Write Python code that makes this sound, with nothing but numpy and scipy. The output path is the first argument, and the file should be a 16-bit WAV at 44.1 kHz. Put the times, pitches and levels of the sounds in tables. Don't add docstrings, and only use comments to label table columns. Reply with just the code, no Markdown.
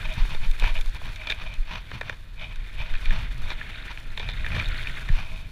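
import sys
import numpy as np
from scipy import signal
from scipy.fft import rfft, irfft, next_fast_len
from scipy.io import wavfile
from scipy.ndimage import map_coordinates

SR = 44100
rng = np.random.default_rng(int(sys.argv[2]) if len(sys.argv) > 2 else 0)


def log_audio(samples):
    frames = np.atleast_2d(samples).T
    limited = np.clip(frames, -1, 1)
    pcm = np.round(limited * 32767).astype(np.int16)
    wavfile.write(sys.argv[1], SR, pcm)


N = 242991


def amp(db):
    return 10 ** (np.asarray(db) / 20)


def unit(x):
    return x / np.sqrt(np.mean(x ** 2) + 1e-20)


def along(points, hz):
    point_hz, value = np.transpose(points)
    return np.interp(np.log(hz + 1), np.log(point_hz + 1), value)


def curve(rows):
    s, value = np.transpose(rows)
    return np.interp(np.arange(N) / SR, s, value)


def wobble(rate):
    knots = rng.standard_normal(int(N * rate / SR) + 4)
    return map_coordinates(knots, [np.arange(N) * rate / SR])


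def coloured(x, gain_db):
    m = 2 * next_fast_len(N // 2 + SR // 4)
    cepstrum = irfft(np.log(amp(gain_db(np.fft.rfftfreq(m, 1 / SR)))), m)
    cepstrum[1:m // 2] *= 2
    cepstrum[m // 2 + 1:] = 0
    response = np.exp(rfft(cepstrum))
    return irfft(rfft(x, m) * response, m)[:N]


# centre in Hz, width in Hz, boost in dB.
CASE_RESONANCES = [(631.6, 9.7, 12), (960, 400, 7.5), (1470, 470, 6.5), (1786, 36, 4.5), (2435, 145, 6),
                   (3653, 510, 9), (4350, 320, 7.5), (9150, 460, 0), (13500, 370, -9)]


def cased(x, spectrum):
    def gain_db(hz):
        boost = sum(db / (1 + (2 * (hz - centre) / width) ** 2) for centre, width, db in CASE_RESONANCES)
        return along(spectrum, hz) + boost
    return unit(coloured(x, gain_db))


def ringing(x, modes):
    m = next_fast_len(len(x) + 4096)
    f = np.fft.rfftfreq(m, 1 / SR)
    response = 0
    for k, (centre, width, db) in enumerate(modes):
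        resonance = 1j * f * width / (centre * centre - f * f + 1j * f * width)
        response = response + (-1) ** k * amp(db) * resonance
    skirts = signal.butter(3, [modes[0][0] / 2, modes[-1][0] * 1.4], "bandpass", analog=True)
    return irfft(rfft(x, m) * response * signal.freqs(*skirts, f)[1], m)[:len(x)]


def grains(rate, spread_db):
    hit = rng.random(N) < rate / SR
    strength = amp(spread_db * np.minimum(rng.standard_normal(N), 2.5))
    return unit(hit * rng.choice([-1, 1], N) * strength)


# middle in seconds, length in seconds, then relative levels in dB
TRAIL_BUMPS = [(0.057, 0.02, -38.5, -35.5, -56), (0.116, 0.039, -45, -37, -50),
               (.205, 0.069, -37.5, -55, -37), (0.317, .06, -37.5, -58, -37.5),
               (0.442, 0.045, -41, -43, -37.5), (0.663, 0.073, -33, -34, -34.5),
               (0.766, 0.025, -46, -32.5, -48), (0.962, 0.02, -40, -46, -40),
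               (1.072, 0.056, -39, -55, -38.5), (1.23, 0.09, -47.5, -43.5, -52),
               (1.307, 0.059, -42, -37.5, -43), (1.425, 0.068, -40.5, -47, -41.5),
               (1.471, 0.016, -48, -37.5, -52), (1.524, 0.057, -45, -43.5, -43.5),
               (1.739, 0.076, -34.5, -45.5, -41.5), (1.956, 0.047, -40.5, -66, -36),
               (2.083, 0.081, -42, -58, -41), (2.428, 0.053, -43, -34.5, -41.5),
               (2.513, .036, -51, -42.5, -47), (2.808, 0.036, -40.5, -36, -40),
               (2.883, 0.14, -45, -47.5, -52), (3.032, 0.023, -44, -50, -37.5),
               (3.159, 0.13, -37.5, -60, -34.5), (3.414, .06, -48, -60, -39),
               (3.499, 0.063, -41.5, -41.5, -44), (3.913, 0.024, -37.5, -51, -53),
               (4.238, 0.082, -44, -42, -45), (4.567, 0.091, -35, -41, -29),
               (5.185, 0.084, -37, -61, -41.5), (5.332, 0.17, -49, -45, -48)]


def heaving(axis):
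    t = np.arange(N) / SR
    power = np.zeros(N)
    for s, length, *levels_db in TRAIL_BUMPS:
        bell = np.exp(-np.minimum((2 * (t - s) / length) ** 2, 100))
        power += amp(levels_db[axis]) ** 2 * bell
    return np.sqrt(power)


def pebbles(rate, pitch_hz=2300, scatter=0.374, spread_db=3):
    cycles = 11
    stones = round(rate * N / SR)
    start = rng.integers(0, N, stones)
    pitch, size = rng.standard_normal((2, stones))
    hz = np.clip(pitch_hz * np.exp(scatter * pitch), 700, 12000)[:, None]
    t = np.arange(SR // 80) / SR
    strength = amp(spread_db * np.minimum(size, 1))[:, None]
    rings = strength * np.sin(2 * np.pi * hz * t) * amp(-60 * hz * t / (2 * cycles))
    places = start[:, None] + np.arange(len(t))
    return np.bincount(places.ravel(), rings.ravel(), N)[:N]


# time in seconds, relative crunch level in dB.
DIG_CURVE = [(0.0, -45), (0.15, -47), (0.47, -50.5), (0.66, -48), (0.88, -51.5), (1.34, -50), (1.53, -56.5),
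             (1.74, -54), (1.94, -51), (2.12, -59), (2.41, -61), (2.55, -52.5), (3.14, -47), (3.4, -50),
             (3.75, -44.5), (4.01, -50.5), (4.24, -49.5), (4.36, -46), (4.65, -42.5), (4.87, -43),
             (5.05, -46), (5.33, -58), (5.48, -59.5)]
# time in seconds, relative hiss level in dB.
HISS_CURVE = [(0.0, -59), (0.82, -60.5), (1.72, -68), (2.4, -71), (2.96, -64), (4.18, -65), (4.81, -59.5),
              (5.48, -64.5)]
# time in seconds, relative level in dB.
DRUM_CURVE = [(0.0, -41), (0.3, -58), (0.41, -49), (0.76, -52.5), (1.26, -57), (1.74, -58), (1.89, -53),
              (2.27, -55), (3.25, -46), (3.98, -49.5), (4.18, -48), (4.47, -42), (5.48, -48)]
# frequency in Hz, relative gain in dB.
GRAVEL_COLOUR = [(150, -6.5), (350, -5), (600, -9.5), (1150, -16), (1550, -5), (2100, -4), (2800, -4.5),
                 (3300, -5.5), (4100, -17.5), (4700, -28), (6000, -25), (8000, -29), (15000, -48)]
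PEBBLE_COLOUR = [(500, -28), (1200, -9), (1550, -2.5), (2200, 5.5), (2900, -2.5), (3900, 0.5), (4900, -5.5),
                 (7000, -41), (15000, -39)]
GRIT_COLOUR = [(2500, 3.5), (5000, 6.5), (7200, 2.5), (8000, -1.5), (9600, 3), (11800, -5), (13400, 0.5),
               (15400, -7.5)]
DRUM_COLOUR = [(25, -36), (55, 5.5), (90, 3), (120, 3.5), (150, -5), (180, -6), (215, -13.5), (245, -11.5),
               (350, -27.5), (700, -21.5), (2000, -106)]


def tyres(crunch_db=-1, hiss_db=7.0, clump_db=2.0, dig_grows=1.15, crackle_db=-9, flung_db=-27, handful_db=1.0,
          drum_db=3):
    crunch = curve(DIG_CURVE)
    dig = dig_grows * (crunch - crunch.mean())
    clumps = clump_db * wobble(70)
    crushed = amp(clumps) * cased(grains(rate=7000, spread_db=1.0), GRAVEL_COLOUR)
    digging = amp(dig - dig.max())
    small = cased(pebbles(450), PEBBLE_COLOUR)
    big = 1.15 * digging * cased(pebbles(120), PEBBLE_COLOUR)
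    handfuls = amp(handful_db * wobble(35))
    crunching = amp(crunch.mean() + dig + crunch_db) * (crushed + handfuls * (small + big))

    spurts = 1.6 * wobble(22)
    grit = grains(rate=9700, spread_db=4.0) + amp(crackle_db) * grains(rate=150, spread_db=9.5)
    bumps = heaving(axis=2)
    flung = np.hypot(amp(curve(HISS_CURVE) + hiss_db), amp(flung_db) * bumps)
    hissing = flung * amp(clumps + spurts) * cased(grit, GRIT_COLOUR)

    load = np.hypot(amp(drum_db + curve(DRUM_CURVE)), bumps)
    rumble = unit(coloured(rng.standard_normal(N), lambda hz: along(DRUM_COLOUR, hz)))
    drumming = load * amp(1.35 * wobble(30)) * rumble
    return crunching + hissing + drumming


# frequency in Hz, relative gain in dB.
CLOTH_COLOUR = [(120, 6), (350, -9), (600, -4.5), (950, 0.5), (1250, -2), (1600, -1), (2300, 6), (3000, 3),
                (3700, -5.5), (4700, -9.5), (6100, -11), (6900, -26), (15000, -29)]


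def clothing(level_db=-1, rough_db=2):
    slips = grains(rate=3500, spread_db=4.0) * amp(rough_db * wobble(160))
    return amp(level_db) * heaving(axis=0) * cased(slips, CLOTH_COLOUR)


# centre in Hz, width in Hz, relative level in dB.
MOUNT_RESONANCES = [(632, 27, -3), (994, 110, -17), (2372, 116, 0), (2550, 34, 2.5), (2980, 320, -12),
                    (3745, 280, -13.5)]


def mount(rate=92, uneven=0.25, level_db=-1):
    cycle = np.cumsum(rate * np.exp(uneven * wobble(60))) / SR % 1
    bursts = np.exp(-2 * cycle) * rng.standard_normal(N)
    return amp(level_db) * heaving(axis=1) * unit(ringing(bursts, MOUNT_RESONANCES))


# centre in Hz, width in Hz, relative level in dB.
CLACK_RESONANCES = [
    [(432, 187, 3.5), (615, 470, 1), (940, 224, 4.5)],
    [(890, 62, -20), (1475, 374, -1), (1807, 182, 8.5)],
    [(2385, 94, 6), (3080, 350, -15)],
    [(3607, 190, 4.5), (4170, 630, -17)],
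    [(6350, 2200, 14.5), (7600, 240, -19.5), (9650, 1500, -5), (13300, 1500, -14)],
]
# start in seconds, relative level in dB, thud in dB, flight to the second touch in seconds.
CABLE_KNOCKS = [(0.2512, -44.5, 1.5, 0.041), (.623, -44, 8, .03), (0.6403, -33.5, -2.5, 0.019),
                (1.0155, -56, 13, .02), (1.9141, -40, -3, 0.023), (2.0116, -32, -3.5, .019),
                (2.096, -31, -7.5, 0.031), (2.9387, -40, -11, .025), (3.1065, -33, -12, 0.022),
                (3.5164, -39.5, -1.5, 0.027), (4.463, -34, -16, 0.014), (4.564, -36, -4, 0.023),
                (5.0878, -34.5, -11, 0.026)]
# start in seconds, relative level in dB, thud in dB, skitter in dB, number of contacts.
CHAIN_SLAPS = [(.347, -40.5, -1, -14, 1), (0.7886, -45.5, 0, -8, 1), (1.2709, -35, -8, -3, 1),
               (1.2983, -31, -23, -6, 1), (1.3019, -28.5, -13.5, -4, 2), (1.3205, -32.5, -10, -6, 1),
               (3.503, -36.5, -5, -15, 3), (4.1746, -34.5, -7, -10, 1), (4.1962, -37, -3, -13, 3),
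               (4.2288, -42, -4, -12, 1), (4.2883, -35.5, -5.5, -15, 6)]
RATTLE_THINNING = (-4, -2, -6, 0, -6)
# start in seconds, relative level in dB, pitch in Hz.
STONE_POPS = [(.754, -35, 2440), (.7665, -34.5, 2450), (1.215, -43, 2400), (1.322, -30, 2350),
              (2.9525, -34.5, 2200), (3.057, -31, 2600), (3.6133, -33.5, 1770), (3.88, -37, 2050),
              (3.9744, -37.5, 2230), (4.445, -32.5, 1910), (4.4814, -38, 2100), (4.518, -33, 2250),
              (4.598, -25.5, 2450), (4.871, -30, 2340)]
# start in seconds, relative level in dB.
GRIT_TICKS = [(.1386, -51), (0.5122, -47.5), (0.5976, -43), (.811, -44), (1.1597, -50), (1.3114, -48),
              (1.5393, -51), (2.5585, -55), (3.1892, -56), (4.6856, -48)]


def contacts():
    touches = []
    for s, db, thud_db, flight in CABLE_KNOCKS:
        mix = (thud_db, 0, -3.5, -10.5, -23)
        touches.append((s, db, mix, -15))
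        touches.append((s + flight, db - 15.5, mix, -15))

    rattle_s, fall_db = 0.0093, 5
    for s, db, thud_db, skitter_db, count in CHAIN_SLAPS:
        mix = np.array([thud_db, -5, -0.5, -1, -23])
        for k in range(round(count)):
            thinned = mix + (k > 0) * np.array(RATTLE_THINNING)
            touches.append((s + k * rattle_s, db - fall_db * np.log2(k + 1), thinned, skitter_db))

    group_hz = np.array([max(modes, key=lambda mode: mode[2])[0] for modes in CLACK_RESONANCES])
    loss_db_per_octave = 24.5
    for s, db, hz in STONE_POPS:
        touches.append((s, db, -loss_db_per_octave * np.abs(np.log2(group_hz / hz)), -19.5))

    for s, db in GRIT_TICKS:
        touches.append((s, db, (-18, -12, 3, 3.5, -4.5), -13))
    return touches


def clacks(thud_db=-8, knock_db=-6, ring_db=-7, clink_db=-6, tick_db=-7, skitter_t60=0.021):
    t = np.arange(SR // 20) / SR
    trims_db = (thud_db, knock_db, ring_db, clink_db, tick_db)
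    out = np.zeros(N + SR)
    for s, db, parts_db, skitter_db in contacts():
        blow = amp(skitter_db - 60 * t / skitter_t60) * rng.standard_normal(len(t))
        blow[0] += 1
        start = round(s * SR)
        for modes, part_db, trim_db in zip(CLACK_RESONANCES, parts_db, trims_db):
            out[start:start + len(t)] += amp(db + part_db + trim_db) * unit(ringing(blow, modes))
    return out[:N]


# middle in seconds, level in dB before the bell-shaped fade, swing in Hz.
CASE_JOLTS = [(0.081, -20.5, 19.4), (0.179, -22.5, 125), (0.223, -9.5, 21.4), (0.381, -15.5, 10.8),
              (0.491, -8, 17.2), (0.634, -10, 24), (0.72, -15.5, 18), (0.794, -13, 16),
              (0.879, -12.5, 18.6), (1.606, -12.5, 22), (2.581, -21.5, 24), (2.941, -13, 15),
              (3.099, -7.5, 20), (3.157, -20.5, 13.7), (3.43, -17.5, 15.2), (5.103, -16, 98),
              (5.136, -7.5, 19)]


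def jolts(cycles=0.49):
    t = np.arange(N) / SR
    out = np.zeros(N)
    for s, db, hz in CASE_JOLTS:
        near = np.abs(t - s) < 2 / hz
        turn = (t[near] - s) * hz
        out[near] -= amp(db) * np.sin(2 * np.pi * turn) * np.exp(-(turn / cycles) ** 2)
    return out


# time in seconds, relative level in dB.
GUST_CURVE = [(0.0, -33.5), (0.5, -31), (1.14, -31), (1.26, -36), (1.94, -38), (2.37, -38.5), (2.9, -33),
              (3.05, -31), (3.31, -31), (3.54, -36), (3.71, -40), (4.35, -32), (4.55, -28), (4.78, -29),
              (4.88, -34.5), (5.23, -32), (5.48, -36.5)]
# frequency in Hz, relative gain in dB.
BUFFET_COLOUR = [(5, -16), (12, 4.5), (22, -2.5), (36, -1), (55, -16), (90, -20.5), (200, -57), (600, -100)]
AIR_COLOUR = [(100, -3), (300, -3.5), (800, -17.5), (2400, -8.5), (4000, -17.5), (6000, -31), (15000, -31)]


def wind(level_db=2.5, gust_db=1.1, air_db=-56):
    eddies = unit(coloured(rng.standard_normal(N), lambda hz: along(BUFFET_COLOUR, hz)))
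    gusts = amp(curve(GUST_CURVE) + level_db + gust_db * wobble(24))
    rush = amp(air_db) * cased(rng.standard_normal(N), AIR_COLOUR)
    return gusts * eddies + rush


def whine(hz=14165, level_db=-84, waver_hz=18, flicker_db=3):
    tone = np.sin(2 * np.pi * np.cumsum(hz + waver_hz * wobble(60)) / SR)
    return amp(level_db) * unit(tone * amp(flicker_db * wobble(12)))


def scene():
    return (tyres() + clothing() + mount() + clacks() + jolts() + wind() + whine())[None]


def record(dry):
    top_hz = 15480
    m = next_fast_len(N + SR // 2)
    kept = np.fft.rfftfreq(m, 1 / SR) < top_hz
    return irfft(rfft(dry, m) * kept, m)[..., :N]


dry = scene()
out = record(dry)
log_audio(out)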